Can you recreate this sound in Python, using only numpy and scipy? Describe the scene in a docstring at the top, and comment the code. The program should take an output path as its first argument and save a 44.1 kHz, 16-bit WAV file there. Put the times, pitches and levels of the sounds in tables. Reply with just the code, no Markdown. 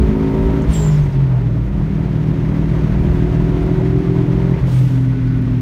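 """Inside a turbo car on a race track.

A four-cylinder engine pulls, eases off for an upshift, pulls again and eases off once more.
Its uneven cylinders make a stack of tones; while the car coasts, the exhaust booms in the cabin.
Each time the driver lifts off, the turbo's blow-off valve hisses, the first time with a clear whistle.
Tyres rumble and wind rushes all along, loose trim ticks, and the gears whine near the end."""
import sys
import numpy as np
from scipy import signal
from scipy.fft import rfft, irfft
from scipy.io import wavfile
from scipy.ndimage import uniform_filter1d, minimum_filter1d

SR = 44100
rng = np.random.default_rng(int(sys.argv[2]) if len(sys.argv) > 2 else 0)


def inscribe(sig):
    """Save sig as 16-bit PCM at rate SR to the path in sys.argv[1].

    A 1-D sig is mono; a 2-D sig holds one channel per row.
    Samples are clipped to [-1, 1] before scaling.
    """
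    pcm = np.round(np.clip(np.atleast_2d(sig).T, -1, 1) * 32767)
    wavfile.write(sys.argv[1], SR, pcm.astype(np.int16))


N = 247401
T = np.arange(N) / SR

# ticks and scuffs of loose trim: start_s, level_db, centre_hz, decay_s
TRIM_TICKS = [(.62, -47, 6500, 0.0092), (1.125, -50.5, 4800, 0.026), (3.63, -57, 10000, .005),
              (4.535, -40, 2090, 0.038), (5.27, -55, 4500, 0.04), (5.37, -59.5, 11000, 0.0042),
              (5.417, -59, 11500, 0.0058)]
# how the rushing noises rise and fall: time_s, tyre_db, wind_db
RUSH_LEVELS = [(0, -35.5, -41), (.8, -34.5, -40), (1.2, -38.5, -43.5), (1.6, -40.5, -46), (2.1, -38.5, -43),
               (3.25, -35.5, -40.5), (4.2, -36.5, -41.5), (4.52, -35, -41), (5.1, -42.5, -44.4),
               (5.61, -43.5, -44)]
# tone colours of the tyres, wind, low road boom and hollow cabin roar: frequency_hz, gain_db
TYRE_COLOUR = [(250, -22), (450, 3), (600, 5), (700, 1.5), (770, -3), (930, 2), (1100, -7.5), (1500, -10.5),
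               (3000, -45)]
WIND_COLOUR = [(500, -25.5), (1100, 1.5), (1400, 0), (1650, -1), (2000, 0.5), (2700, -6.5), (3300, -9),
               (4800, -17), (6300, -20), (7700, -28), (9000, -27.5), (10400, -34), (11800, -30),
               (15500, -41.5)]
BOOM_COLOUR = [(12, -53), (25, -27), (38, -9.5), (50, 3), (60, 5.5), (75, -8), (95, -10), (130, -18.5),
               (250, -76.5)]
ROAR_COLOUR = [(60, -30), (100, -9), (135, 2.5), (165, -9.5), (205, -5.5), (235, -16), (285, -6.5),
               (330, -15), (400, -15.5), (470, -29), (700, -35), (1500, -73)]
# road boom between the bumps: time_s, level_db
TRACK_ROUGHNESS = [(0, -21.5), (2.3, -25), (3.1, -19), (5, -29), (5.6, -23)]
# bumps in the track: time_s, level_db
TRACK_BUMPS = [(.02, -11), (0.456, -12.5), (.825, -18), (1.04, -18), (1.66, -17), (1.78, -19), (3.02, -15),
               (3.13, -13.5), (3.62, -15.5), (4.36, -18), (4.65, -17.5), (5.27, -19)]
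# a shaft hum and a gear whine: start_s, length_s, first_hz, fall_hz_per_s, level_db, roughness (0-1)
DRIVELINE_TONES = [(4.849, 0.84, 267.5, 22, -23, 0.11), (4.847, .64, 1507, 61.6, -49, 0.4)]
# tone colours of the turbo's intake and its blow-off valve: frequency_hz, gain_db
INTAKE_COLOUR = [(2000, -3.5), (6000, -3.5), (10000, -3), (15000, -4)]
VALVE_COLOUR = [(1000, -24), (2200, 4.5), (3200, 12), (4600, 6), (6000, 6), (7500, 1.5), (8700, 1.5),
                (10400, -4.5), (12000, -3.5), (15500, -7)]
# openings of the valve: start_s, level_db, rise_s, hold_s, fall_db_per_s, shut_after_s
VALVE_OPENINGS = [(0.672, -40, 0.069, 0.026, 50, 0.45), (4.652, -45.5, 0.041, .08, 35.5, 0.397)]
# whistles of the escaping air: start_s, length_s, first_hz, last_hz, level_db, breathy (0-1)
VALVE_WHISTLES = [(0.716, 0.037, 9500, 7700, -35.5, .9), (0.73, .25, 7530, 6990, -34, 0.2),
                  (0.74, 0.063, 3250, 3120, -39, 0.8), (0.903, .11, 5460, 5150, -47, .85),
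                  (1.015, 0.062, 6300, 6200, -52, .9), (4.728, .12, 8880, 8150, -50.5, 0.95),
                  (4.71, .1, 15300, 14900, -54, .9), (4.785, .21, 14250, 14100, -57, .85)]
# engine speed, where one cycle fires all four cylinders: time_s, cycle_hz
ENGINE_SPEED = [(0, 52.65), (.3, 54.1), (.58, 55.1), (.76, 52.9), (1.25, 44.15), (1.55, 38.45),
                (1.78, 39.05), (3.05, 39.7), (4.1, 42.35), (4.52, 42.95), (4.62, 42.3), (4.75, 42.8),
                (4.92, 42.45), (5.25, 40.9), (5.61, 39.65)]
# how hard the engine works: time_s, load (0-1)
ENGINE_LOAD = [(0, 0.59), (.4, 1), (.59, .93), (.68, 0.02), (1.58, 0), (1.8, 0.31), (2.5, 0.36),
               (3.8, 0.98), (4.55, 0.7), (4.635, 0), (5.61, 0.01)]
# An "order" is a tone at a whole multiple of the cycle rate.
# exhaust boom and firing note, before the cabin: order, full_load_db, no_load_loss_db, coast_db
DRONE_ORDERS = [(3, -17.5, 6, -13), (4, -13, 4, -18.5)]
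# the other engine tones, before the cabin: order, full_load_db, coast_db
ENGINE_ORDERS = [(2, -31.5, -34.5), (5, -18.5, -35.5), (6, -44.5, -50), (7, -24, -41.5), (8, -26, -40),
                 (9, -25, -57), (10, -57.5, -46.5), (11, -31, -51), (12, -43.5, -52.5), (13, -33.5, -58.5),
                 (15, -36.5, -52.5), (16, -44, -50), (17, -30, -56), (18, -38, -43.5), (19, -41, -53.5),
                 (20, -39, -39.5), (24, -43, -57)]
# how the cabin boosts or dulls the two drone tones, and the other tones: frequency_hz, gain_db
CABIN_BASS = [(112, -8), (118, -5), (127, -1), (136, 1), (141, -3), (145, 1), (151, 4), (156, -3.5),
              (172, -6.5), (195, -11), (214, -6.5), (222, -14.5)]
CABIN_COLOUR = [(110, -4), (195, 4), (212, -17.5), (240, -22.5), (268, -3), (282, -2), (298, -0.5),
                (315, -12), (350, -1.5), (373, 1), (392, 0), (412, 8), (440, -13.5), (490, -11.5),
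                (540, -24.5), (598, -6.5), (650, -16), (700, -10), (770, -24), (890, -9), (930, -7.5),
                (990, -9.5), (1100, -16), (1400, 1.5)]


def amp(db):
    """Turns decibels into a gain."""
    return 10 ** (np.asarray(db) / 20)


def unit(x):
    """Scales a signal to an average (rms) level of one."""
    return x / np.sqrt(np.mean(np.abs(x) ** 2) + 1e-20)


def curves(rows):
    """Turns a table's columns into curves over time."""
    times, *columns = np.transpose(rows)
    return [np.interp(T, times, column) for column in columns]


def colour(points, hz):
    """Looks up a tone colour's gain at the given frequencies."""
    point_hz, db = np.transpose(points)
    return amp(np.interp(np.log(hz + 1), np.log(point_hz), db))


def noise(points):
    """Noise with the given tone colour."""
    gains = colour(points, np.fft.rfftfreq(N, 1 / SR))
    return unit(irfft(rfft(rng.standard_normal(N)) * gains, N))


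def wander(rate_hz, size=4096):
    """A random drift, mostly slower than rate_hz."""
    span_s = N / SR
    spectrum = rfft(rng.standard_normal(size))
    hz = np.arange(len(spectrum)) / span_s
    slow = irfft(spectrum / (1 + (hz / rate_hz) ** 2))
    return unit(np.interp(T, np.linspace(0, span_s, size), slow))


def angle(hz):
    """The running phase of a changing pitch."""
    return 2 * np.pi * np.cumsum(hz) / SR


def swell(start_s, length_s, rise_s, release_s):
    """Fades in, holds and fades out."""
    return np.clip((T - start_s) / rise_s, 0, 1) * np.clip((start_s + length_s - T) / release_s, 0, 1)


def rough_tone(phase, rough, rate_hz):
    """A tone whose strength and timing wobble at random."""
    tone = (1 + rough * wander(rate_hz)) * np.cos(phase)
    jitter = rough * wander(rate_hz) * np.sin(phase)
    return np.sqrt(2 / (1 + 2 * rough ** 2)) * (tone + jitter)


def driving(load, full_drive_load=0.34):
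    """One while the engine drives the wheels, sliding to zero as the car coasts."""
    return np.clip(load / full_drive_load, 0, 1)


def trim_ticks():
    """Loose trim gives short dry ticks and scuffs."""
    out = np.zeros(N)
    for start_s, db, hz, decay_s in TRIM_TICKS:
        band = noise([(hz / 4, -50), (hz, 0), (hz * 4, -60)])
        out += amp(db) * (T > start_s) * np.exp(-np.abs(T - start_s) / decay_s) * band
    return out


def tyres_and_wind(cycle_phase, gust_db=1.76, flutter_db=0.96):
    """Tyres and wind rush; the tyre noise pulses with each turn of the crankshaft."""
    tyre_db, wind_db = curves(RUSH_LEVELS)
    pulse = 1 + 0.2 * np.cos(2 * cycle_phase)
    tyres = amp(tyre_db - 0.5 + gust_db * wander(20)) * noise(TYRE_COLOUR) * pulse
    wind = amp(wind_db + 0.78 + flutter_db * wander(28)) * noise(WIND_COLOUR)
    return tyres + wind


def road_boom(rise_s=0.042, decay_s=0.053):
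    """The rough track sets the cabin's lowest resonance booming, with a surge at each bump."""
    boom = noise(BOOM_COLOUR)
    loudness = uniform_filter1d(np.abs(signal.hilbert(boom)), 2000)
    boom = unit(boom / (loudness + 1.2))  # evened out, so the bumps make the big swings
    power = amp(curves(TRACK_ROUGHNESS)[0]) ** 2
    for time_s, db in TRACK_BUMPS:
        surge = np.exp(-np.maximum((time_s - T) / rise_s, (T - time_s) / decay_s))
        power += (amp(db) * surge) ** 2
    return np.sqrt(power) * boom


def cabin_roar(cycle_phase, load, coast_db=-23.5, pull_db=-20.5, lag_s=0.16):
    """The cabin's higher resonances roar, louder and in puffs when the engine pulls."""
    drive = driving(load)
    keep = np.exp(-1 / (lag_s * SR))
    lagging_drive = drive[0] + signal.lfilter([1 - keep], [1, -keep], drive - drive[0])
    level = amp(coast_db + (pull_db - coast_db) * lagging_drive)
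    puffs = unit(1 + .5 * np.sqrt(load) * np.cos(cycle_phase))
    return level * puffs * noise(ROAR_COLOUR)


def driveline_whine():
    """Gears and shafts sing when the wheels turn the engine, sinking as the car slows."""
    out = np.zeros(N)
    for start_s, length_s, first_hz, fall_hz_per_s, db, rough in DRIVELINE_TONES:
        level = amp(db) * swell(start_s, length_s, rise_s=.12, release_s=.12)
        hz = first_hz - fall_hz_per_s * (T - start_s)
        out += level * rough_tone(angle(hz), rough, rate_hz=22)
    return out


def driveline_knock(start_s=.687, db=-4.5, hz=62, decay_s=0.028):
    """The driveline knocks once when the engine first stops pulling."""
    age_s = np.maximum(T - start_s, 0)
    return amp(db) * np.sin(2 * np.pi * hz * age_s) * np.exp(-age_s / decay_s)


def turbo_intake(cycle_hz, load, top_db=-60, db_per_hz=2.5):
    """The turbo draws air with a faint hiss that grows with load and engine speed."""
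    return load * amp(top_db + db_per_hz * (cycle_hz - cycle_hz.max())) * noise(INTAKE_COLOUR)


def valve_hiss(flutter_db=1.2, closing_s=.09):
    """The blow-off valve opens, the turbo's pressure hisses away, and the valve shuts."""
    flow = np.zeros(N)
    for start_s, db, rise_s, hold_s, fall_db_per_s, shut_after_s in VALVE_OPENINGS:
        age_s = T - start_s
        opening = np.clip(age_s / rise_s, 0, 1)
        level = amp(db - fall_db_per_s * np.maximum(age_s - rise_s - hold_s, 0))
        closing = np.clip((shut_after_s - age_s) / closing_s + 1, 0, 1)
        flow += opening * level * closing
    return flow * amp(flutter_db * wander(45)) * noise(VALVE_COLOUR)


def valve_whistle(start_s, length_s, first_hz, last_hz, db, breathy, fade_db=-14.5, waver_hz=28):
    """Air whistles over the valve's edge, sinking and fading as the pressure drops."""
    spent = np.clip((T - start_s) / length_s, 0, 1)
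    hz = first_hz + (last_hz - first_hz) * spent ** 1.1  # sinks slowly at first, then faster
    level = amp(db + fade_db * spent) * swell(start_s, length_s, rise_s=0.014, release_s=0.021)
    phase = angle(hz + waver_hz * wander(110))
    # slow noise smears the pure tone into a narrow, breathy band
    white = rng.standard_normal(N) + 1j * rng.standard_normal(N)
    breath = unit(signal.sosfilt(signal.butter(2, 330, fs=SR, output="sos"), white))
    flutter = 1 + 0.78 * np.sqrt(spent) * wander(45)
    texture = np.sqrt(1 - breathy) * flutter + np.sqrt(breathy) * breath
    octave = amp(-20) * (2 * hz < SR / 2) * np.exp(2j * phase)
    return level * np.sqrt(2) * (texture * (np.exp(1j * phase) + octave)).real


def exhaust_drone(cycle_phase, cycle_hz, load, waver_db=0.5):
    """Two loud low tones. They dip as the twisting force flips between pulling and coasting."""
    drive = driving(load)
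    out = np.zeros(N)
    for order, full_load_db, loss_db, coast_db in DRONE_ORDERS:
        strength = drive * amp(full_load_db - loss_db * (1 - load)) - (1 - drive) * amp(coast_db)
        waver = amp(waver_db * wander(4.9))
        tone = rough_tone(order * cycle_phase, rough=.13, rate_hz=24)
        out += strength * waver * colour(CABIN_BASS, order * cycle_hz) * tone
    return out


def engine_tones(cycle_phase, cycle_hz, load, shake_db_per_hz=0.5, smear_hz=330):
    """Uneven cylinders make a stack of tones that slide through the cabin's resonances."""
    shaking = amp(shake_db_per_hz * (cycle_hz - cycle_hz.mean()))  # unloaded parts shake more with speed
    out = np.zeros(N)
    for order, full_load_db, coast_db in ENGINE_ORDERS:
        hz = order * cycle_hz
        strength = load * amp(full_load_db) + (1 - load) * shaking * amp(coast_db)
        lag = np.pi * (hz / smear_hz) ** 2  # low tones throb together, high ones arrive scattered
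        tone = rough_tone(order * cycle_phase - lag, rough=.1 + .004 * order, rate_hz=12)
        out += strength * colour(CABIN_COLOUR, hz) * tone
    return out


def scene():
    """Everything as heard behind the windscreen, in one channel."""
    cycle_hz = curves(ENGINE_SPEED)[0]
    load = curves(ENGINE_LOAD)[0]
    cycle_phase = angle(cycle_hz * (1 + 0.00044 * wander(11)))  # one turn per two crankshaft turns
    turbo = turbo_intake(cycle_hz, load) + valve_hiss()
    turbo += sum(valve_whistle(*row) for row in VALVE_WHISTLES)
    engine = exhaust_drone(cycle_phase, cycle_hz, load) + engine_tones(cycle_phase, cycle_hz, load)
    driveline = driveline_whine() + driveline_knock()
    background = road_boom() + cabin_roar(cycle_phase, load) + tyres_and_wind(cycle_phase) + trim_ticks()
    return (background + driveline + turbo + engine)[None]


def record(dry, ceiling=.8, cutoff_hz=15720):
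    """A limiter turns down the biggest peaks, then a filter removes the highest treble."""
    safe_gain = np.minimum(1, ceiling / (np.abs(dry) + 1e-9))
    smooth_gain = uniform_filter1d(minimum_filter1d(safe_gain, size=600), size=600)
    lowpass = signal.firwin(801, cutoff_hz, window=("kaiser", 9), fs=SR)
    return signal.oaconvolve(dry * smooth_gain, lowpass[None], "same")


dry = scene()
out = record(dry)
inscribe(out)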